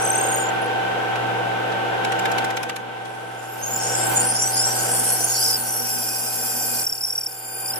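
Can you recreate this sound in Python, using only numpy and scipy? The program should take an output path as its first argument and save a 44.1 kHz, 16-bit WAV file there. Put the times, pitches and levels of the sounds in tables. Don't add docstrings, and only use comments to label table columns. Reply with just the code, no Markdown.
import sys
import numpy as np
from scipy import signal
from scipy.fft import rfft, irfft, next_fast_len
from scipy.io import wavfile
from scipy.ndimage import uniform_filter1d, minimum_filter1d, map_coordinates

SR = 44100
rng = np.random.default_rng(int(sys.argv[2]) if len(sys.argv) > 2 else 0)


def generate_wav(sig):
    pcm = np.round(np.clip(np.atleast_2d(sig).T, -1, 1) * 32767).astype(np.int16)
    wavfile.write(sys.argv[1], SR, pcm)


def attenuation_scalar(level_db):
    decades = np.asarray(level_db, float) / 20
    return 10 ** decades


N = 343531
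T = np.arange(N) / SR
SIDES = np.array([[1], [-1]])

# time in seconds, speed in turns per second.
SHAFT = [(0, 23.29), (.5, 23.34), (1.5, 23.37), (3.0, 23.37), (3.5, 23.31), (4.5, 23.28), (6.5, 23.26),
         (7.79, 23.3)]
# time in seconds, fundamental in Hz, level in dB.
RUB = [
    (5.84, 2502, -2.5),
    (6.85, 2443, -1),
    (7.4, 2432, -2.5),
    (7.74, 2418, -1.5),
]


def rms_one(x):
    return x / np.sqrt(np.mean(np.abs(x) ** 2) + 1e-20)


def columns(rows, t):
    s, *rest = np.transpose(rows)
    return [np.interp(t, s, c) for c in rest]


def drift(rate_hz, size):
    pole = np.exp(-32 * np.pi * rate_hz / SR)
    noise = rng.standard_normal(size // 16 + 502)
    slow = signal.lfilter([1], [1, -2 * pole, pole * pole], noise)[500:]
    return np.interp(np.arange(size) / 16, np.arange(len(slow)), rms_one(slow))


def patches(across, along):
    field = rng.standard_normal((256, 256))
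    return map_coordinates(field, [across % 255, along % 255], order=1)


def coloured(points):
    hz, db = np.transpose(points)
    length = next_fast_len(N)
    bins = np.fft.rfftfreq(length, 1 / SR) + 1
    shape = attenuation_scalar(np.interp(np.log(bins), np.log(hz), db))
    spectrum = rfft(rng.standard_normal(N), length) * shape
    return rms_one(irfft(spectrum, length)[:N])


def rough_tone(hz, width_hz, clean, sway=1.1):
    wander = (drift(width_hz, size=len(hz)) + 1j * drift(width_hz, size=len(hz))) / np.sqrt(2)
    lead = np.pi / 2 + sway * drift(80, size=len(hz))
    carrier = np.exp(2j * np.pi * np.cumsum(hz) / SR + .5j * lead * SIDES)
    clean = np.clip(clean, 0, 1)
    return 2 * np.real(carrier * (np.sqrt(clean) + np.sqrt(1 - clean) * wander))


def bursts(rows, rise_s, fall_s):
    t = np.arange(round(.06 * SR)) / SR
    shape = (1 - np.exp(-(t / rise_s) ** 2)) * np.exp(-t / fall_s)
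    marks = np.zeros(N)
    marks[[round(row[0] * SR) for row in rows]] = attenuation_scalar(np.array(rows)[:, 1])
    return signal.fftconvolve(marks, shape / shape.max())[:N]


def add(out, rows, voice):
    first, last = round(rows[0][0] * SR), min(round(rows[-1][0] * SR), N)
    t = T[first:last]
    since_start = t - t[0] + (first < 600)
    until_end = t[-1] - t + (last > N - 300)
    fade = np.clip(np.minimum(since_start, until_end) / .02, 0, 1)
    out[..., first:last] += fade * voice(t, *columns(rows, t))


def squeals():
    # start in seconds, length in seconds, first and last pitch in Hz, level in dB.
    leaving = [(0, 0.44, 8130, 8670, -26), (0, 0.51, 6030, 7180, -30.5), (.04, .41, 12600, 14200, -40.5),
               (.6, .07, 10400, 9900, -46), (.01, 0.044, 9700, 10000, -33),
               (3.47, .19, 11300, 13200, -41.5), (3.65, 0.15, 13400, 15800, -36),
               (3.36, .26, 6900, 7300, -49), (3.8, .09, 8000, 9600, -33), (3.78, .2, 5500, 5750, -33),
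               (4.1, .1, 10600, 11000, -33)]
    boring = [(5.3, 0.23, 5700, 5600, -31), (3.61, 0.22, 6250, 7450, -29.5),
              (3.78, .35, 6300, 9300, -28.5), (3.89, 0.26, 6800, 8100, -30), (4.13, .2, 8100, 10100, -25),
              (4.03, 0.21, 14100, 15200, -35), (4.14, .13, 6950, 7600, -24),
              (4.25, .21, 8300, 10900, -24.5), (4.34, .19, 6600, 8400, -27),
              (4.34, 0.18, 5300, 6250, -27), (4.55, .2, 6700, 8000, -26), (4.53, .11, 9800, 9950, -23.5),
              (4.52, .23, 4900, 5900, -25), (4.76, .26, 6500, 8600, -28.5),
              (4.9, 0.24, 9000, 10000, -24.5), (5.06, 0.13, 10400, 11800, -22.5),
              (5.4, .13, 4900, 6100, -31.5), (5.1, .18, 7600, 10400, -29.5),
              (5.27, .29, 10400, 9900, -27.5), (5.14, .25, 5400, 7200, -28), (5.4, .18, 4900, 5200, -23),
              (5.55, .3, 9200, 12000, -32), (5.66, .16, 9200, 9750, -31.5), (5.66, 0.29, 5900, 5400, -31),
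              (4.5, .12, 9900, 11000, -30), (4.72, .16, 8600, 9900, -30), (5.68, .2, 11000, 12600, -33),
              (5.85, .38, 5450, 5750, -33), (6.2, .56, 5550, 5600, -36), (6.99, .1, 10500, 10800, -36),
              (7.0, .12, 5360, 5520, -32.5), (5.33, .1, 4400, 4700, -30), (7.73, 0.066, 10000, 10700, -31),
              (7.73, 0.063, 12400, 12800, -35)]
    # time of a peak in seconds, depth in dB, warble in Hz.
    throbs = [(.051, 20, 50), (.064, 7, 230), (.066, 16, 90)]
    flute_hz = 37.2
    out = np.zeros((2, N))
    for k, (start, length, from_hz, to_hz, db) in enumerate(leaving + boring):
        throbbing = k < len(throbs)
        peak_s, depth_db, warble_hz = throbs[k] if throbbing else (0, 0, 0)
        grip_spread_db, width_hz, clean = (1.5, 110, .7) if throbbing else (2.6, 190, .4)
        slow_jitter_hz = 0 if throbbing else 60
        end_drop_db = 1.8 if throbbing else 6

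        def voice(t, hz, side):
            flute = 2 * np.pi * flute_hz * (t - peak_s)
            grip_db = depth_db * (np.cos(flute) - .5) / 2 + grip_spread_db * drift(55, size=len(t))
            jitter_hz = 80 * drift(40, size=len(t)) + slow_jitter_hz * drift(9, size=len(t))
            hz = hz + warble_hz * np.sin(flute) + jitter_hz
            swell_db = -end_drop_db * np.abs(side) ** 3.2
            return attenuation_scalar(db + swell_db + grip_db - 3) * rough_tone(hz, width_hz, clean=clean)
        add(out, [(start, from_hz, -1), (start + length, to_hz, 1)], voice)
    return out


def chuck_rub():
    # multiple of the fundamental, level in dB.
    partials = [(1, -14), (2, -5.5), (3, -1), (4, 1.5), (5, -1.5), (6, -8.5)]

    def voice(t, hz, db):
        hz = hz + 12.34 * drift(41, size=len(t))
        stack = 0
        for multiple, part_db in partials:
            level = attenuation_scalar(db + gain_db(t) + part_db + 1.3 * drift(43, size=len(t)))
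            stack = stack + level * rough_tone(multiple * hz, 57, clean=0.88, sway=.7)
        return stack
    out = np.zeros((2, N))
    add(out, RUB, voice)
    return out


def chirps():
    # time in seconds, peak level in dB, pitch in Hz.
    snaps = [(0.6135, -36, 10400), (0.6554, -38, 9700), (4.1644, -12, 7210), (4.1899, -20, 7320),
             (4.2654, -18, 9640), (4.2974, -18, 8940), (4.3061, -21, 9700), (4.593, -18.5, 10100),
             (5.24, -10.5, 9800)]
    corner = [(6.764, -23, 5720), (6.787, -23, 5670), (6.8114, -24, 5700), (6.8398, -19, 5630),
              (6.8646, -13.5, 5560), (6.8917, -19, 5530), (6.9207, -14.5, 5460), (6.9491, -24, 5450),
              (6.9755, -25, 5400), (7.0064, -21, 5320), (7.02, -24, 5400), (7.032, -19, 5460),
              (7.0459, -19, 5420), (7.063, -22, 5510), (7.0783, -27, 5300), (7.0997, -18.5, 5500),
              (7.1225, -19, 5550), (7.151, -16, 5630), (7.177, -13, 5600), (7.2063, -21, 5500),
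              (7.231, -21, 5460), (7.259, -18, 5480), (7.2886, -37, 5400), (7.3156, -37, 5440),
              (7.654, -29, 4900), (7.6772, -25, 5450), (7.701, -21, 4930), (7.731, -22, 5360),
              (7.756, -28, 5300)]
    catches = snaps + corner
    s, _, hz = np.transpose(catches)
    pitch = hz[np.clip(np.searchsorted(s, T) - 1, 0, None)]
    octave = rough_tone(np.minimum(2 * pitch, 15000), 300, clean=.2)
    tone = rough_tone(pitch, 170, clean=.92, sway=.3) + attenuation_scalar(-19) * octave
    return attenuation_scalar(-5.5) * bursts(catches, rise_s=.008, fall_s=.0035) * tone


def cut_hiss():
    # time in seconds, level in dB.
    pressure = [
        [(0.0, -11), (0.174, -13.5), (0.44, -16.5), (0.6, -31)],
        [(2.75, -37), (3.06, -17), (3.55, -7.5), (3.83, -2), (4.12, -2), (4.4, 3), (5.41, 9), (5.7, 4.5),
         (5.87, 4.5)],
        [(5.85, 4.5), (6.8, 8), (7.2, 7.5), (7.46, -1.5), (7.79, -1.5)],
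    ]
    # frequency in Hz, density in dB per Hz.
    hiss_spectrum = [(2000, -28), (3300, -15), (3900, -22), (4400, -8), (5700, -2.5), (6500, -8),
                     (7300, -4), (12500, 1), (15000, -3), (16500, -37)]
    # time in seconds, streak depth in dB.
    streak_depth = [(0, 2), (3.5, 2), (3.7, 4.5), (5.7, 4.5), (5.9, 2)]
    # time in seconds, treble lift in dB.
    brightness = [(.5, -9), (3.0, -12.5), (5.1, -10.5), (5.45, -3)]
    hz, s, cells = signal.stft(coloured(hiss_spectrum), SR, nperseg=512)
    s, hz = np.meshgrid(s, hz)
    bottom_s = RUB[0][0]
    climb_hz = 7000 * np.minimum(s, bottom_s)
    surge_hz = 400 * np.sin(2 * np.pi * 2.6 * s) * (s < bottom_s)
    streak_db = columns(streak_depth, s)[0] * patches((hz - climb_hz - surge_hz) / 330, s / .07)
    treble_db = columns(brightness, s)[0] * np.clip((hz - 9000) / 4000, 0, 1)
    noise = signal.istft(cells * attenuation_scalar(streak_db + treble_db), SR, nperseg=512)[1]
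    noise = noise[:N] * attenuation_scalar(1.4 * drift(50, size=N))

    def voice(t, db):
        first = round(t[0] * SR)
        return attenuation_scalar(db + gain_db(t) - 1.5) * noise[first:first + len(t)]
    out = np.zeros(N)
    for rows in pressure:
        add(out, rows, voice)
    return out


def handwheel():
    # time in seconds, peak level in dB, level of the low part in dB to the peak.
    ticks = [(1.156, -30, 7), (1.7202, -34, 11), (2.046, -19.5, 1.5), (2.1196, -21, 1.5), (2.191, -20, -4),
             (2.254, -23, 10), (2.316, -20.5, -1.5), (2.3814, -18.5, 2), (2.444, -19.5, -3),
             (2.505, -24.5, 0), (2.5684, -19, 1.5), (2.6303, -18, -2.5), (2.694, -22, 4.5),
             (2.7613, -20.5, -1), (3.052, -32.5, 1)]
    # frequency in Hz, density in dB per Hz.
    tick_spectrum = [(2060, -36), (3500, -71), (4930, 2.5), (6240, 7.5), (8860, 1.5), (9810, 3.5),
                     (16000, -8)]
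    knock_band = signal.butter(2, [900, 3300], "band", fs=SR, output="sos")
    knock = rms_one(signal.sosfilt(knock_band, rng.standard_normal(N)))
    bright = coloured(tick_spectrum)
    low = bursts([(s, db + low_db) for s, db, low_db in ticks], rise_s=.004, fall_s=.004)
    rattle = bursts(ticks, rise_s=0.0021, fall_s=0.0032)
    rattle = rattle + attenuation_scalar(-24.0) * bursts(ticks, rise_s=0.0097, fall_s=0.066)
    return attenuation_scalar(-12) * rattle * bright + attenuation_scalar(-7) * low * knock


def motor_tones():
    # time in seconds, hum in dB, its second harmonic in dB.
    load = [(0, -14, -24.5), (1.08, -14, -25), (1.22, -9, -26), (2.3, -15, -22), (3.3, -10.5, -27),
            (4.8, -8, -21), (6.75, -10.5, -13), (6.95, -9, -24), (7.79, -11, -27)]
    # multiple of whine, multiples of hum added, level in dB to whine, left lead in radians.
    gear = [(1, 0, 0, 1.52), (1, 1, -6.0, 0), (2, 0, -5.0, 1.52), (.4263, 0, -12, 1.4),
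            (1.304, 0, -17, -.3), (1.9667, 0, -10, -1.4)]
    hum_hz, teeth, whine_level_db = 120.0, 33.2, -10
    hum_db, second_db = columns(load, T) + gain_db(T)
    whine_db = gain_db(T) + whine_level_db
    hum, whine = 2 * np.pi * hum_hz * T, 2 * np.pi * teeth * shaft_turns()
    out = attenuation_scalar(hum_db + 1) * np.sin(hum) * np.ones((2, 1))
    out += attenuation_scalar(second_db + 1.5) * rough_tone(np.full(N, 2 * hum_hz), 4.6, clean=0.56)
    for mesh, mains, db, lead in gear:
        level = attenuation_scalar(whine_db + db + 6 + 0.47 * drift(8.1, size=N)) / np.cos(lead / 2)
        out += level * np.sin(mesh * whine + mains * hum + lead / 2 * SIDES)
    return out


def rumble():
    # frequency in Hz, density in dB per Hz.
    rumble_spectrum = [(15, -50), (30, -41), (90, -26.5), (150, -21), (190, -15.5), (225, -17.5),
                       (476, -5.5), (641, -8.5), (720, -3.5), (830, -9), (1210, -16), (1520, -9),
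                       (1750, -18), (2990, -17.5), (4200, -29.5), (16000, -45)]
    # shaft order, lift in dB.
    casing_orders = [(5, -30), (8, 5), (11, 4), (21, 6), (29, 4), (30, 7), (32, 5), (33, -30), (47, 5),
                     (56, 6), (66, -30)]
    rumble_db = -0.23
    orders = np.arange(1, 180)
    hz, db = np.transpose(rumble_spectrum)
    level_db = np.interp(np.log(orders * SHAFT[0][1]), np.log(hz), db) + rng.normal(0, 2.1, len(orders))
    for order, lift_db in casing_orders:
        level_db[int(order) - 1] += lift_db
    place = (shaft_turns() % 1 * 8192).astype(int)
    pattern = 0
    for _ in range(2):
        phase = np.exp(2j * np.pi * rng.random(len(orders)))
        cycle = irfft(np.r_[0, attenuation_scalar(level_db) * phase], 8192)
        pattern = pattern + attenuation_scalar(1.8 * drift(2.5, size=N)) * cycle[place]
    no_bass = signal.butter(1, 60.0, "high", fs=SR, output="sos")
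    side = signal.sosfilt(no_bass, coloured(rumble_spectrum))
    broad = attenuation_scalar(-6.0 + 0.22 * drift(24, size=N)) * (coloured(rumble_spectrum) + side * SIDES)
    level = attenuation_scalar(gain_db(T) + rumble_db)
    return level * broad, level * attenuation_scalar(-7.0) * rms_one(pattern)


def shaft_turns():
    return np.cumsum(columns(SHAFT, T)[0]) / SR


def microphones(x, patch_hz, patch_s):
    hz, s, cells = signal.stft(x, SR, nperseg=1024)
    s, hz = np.meshgrid(s, hz)
    turn = np.exp(2.2j * patches(hz / patch_hz, s / patch_s) * hz / (hz + 40))
    return signal.istft([cells * turn, cells / turn], SR, nperseg=1024)[1][:, :N] * np.sqrt(2)


def gain_db(t):
    # time in seconds, gain in dB.
    pumping = [(0, -23), (.56, -23.5), (1.78, -24.5), (2.41, -22.5), (2.75, -32.5), (3.51, -34),
               (3.88, -27), (4.12, -23.5), (4.4, -29.5), (4.85, -27), (5.12, -30), (5.64, -32.5),
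               (6.45, -34.5), (6.83, -33.5), (6.865, -41.5), (7.27, -43.5), (7.55, -38), (7.79, -33)]
    return columns(pumping, t)[0]


def silence_masked(x, margin_db, mask_db, top_hz, top_db):
    hz, _, cells = signal.stft(x, SR, nperseg=1024)
    bands = cells[:, :512].reshape(2, 64, 8, -1)
    power = uniform_filter1d(np.mean(np.abs(bands) ** 2, axis=(0, 2)), size=3)
    level_db = 10 * np.log10(power + 1e-14)
    centre = hz[4:512:8, None]
    treble_db = 10 * np.log10(np.mean(10 ** (level_db[10:36] / 10), axis=0))
    need_db = treble_db - margin_db + top_db * np.clip((centre - top_hz) / 3000, 0, None)
    loud_neighbour_db = -minimum_filter1d(-level_db, size=7, axis=0, origin=2)
    need_db = np.maximum(need_db, loud_neighbour_db - mask_db)
    audible = 1 / (1 + attenuation_scalar(np.clip(8 * (need_db - level_db), -80, 80)))
    keep = np.where(centre > 3800, audible, 1)
    cells[:, :512] *= np.repeat(keep, 8, axis=0)
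    return signal.istft(cells, SR, nperseg=1024)[1][:, :N]


def scene():
    broad, pattern = rumble()
    steady = broad + microphones(pattern + cut_hiss(), patch_hz=40, patch_s=.11)
    ticks = microphones(handwheel(), patch_hz=150, patch_s=.1)
    return steady + ticks + squeals() + chuck_rub() + chirps() + motor_tones()


def band_limit(x):
    return signal.sosfilt(signal.butter(12, 16460, fs=SR, output="sos"), x)


def record(dry):
    thinned = silence_masked(dry, margin_db=18.5, mask_db=21, top_hz=12500, top_db=8)
    return band_limit(thinned)


dry = scene()
out = record(dry)
generate_wav(out)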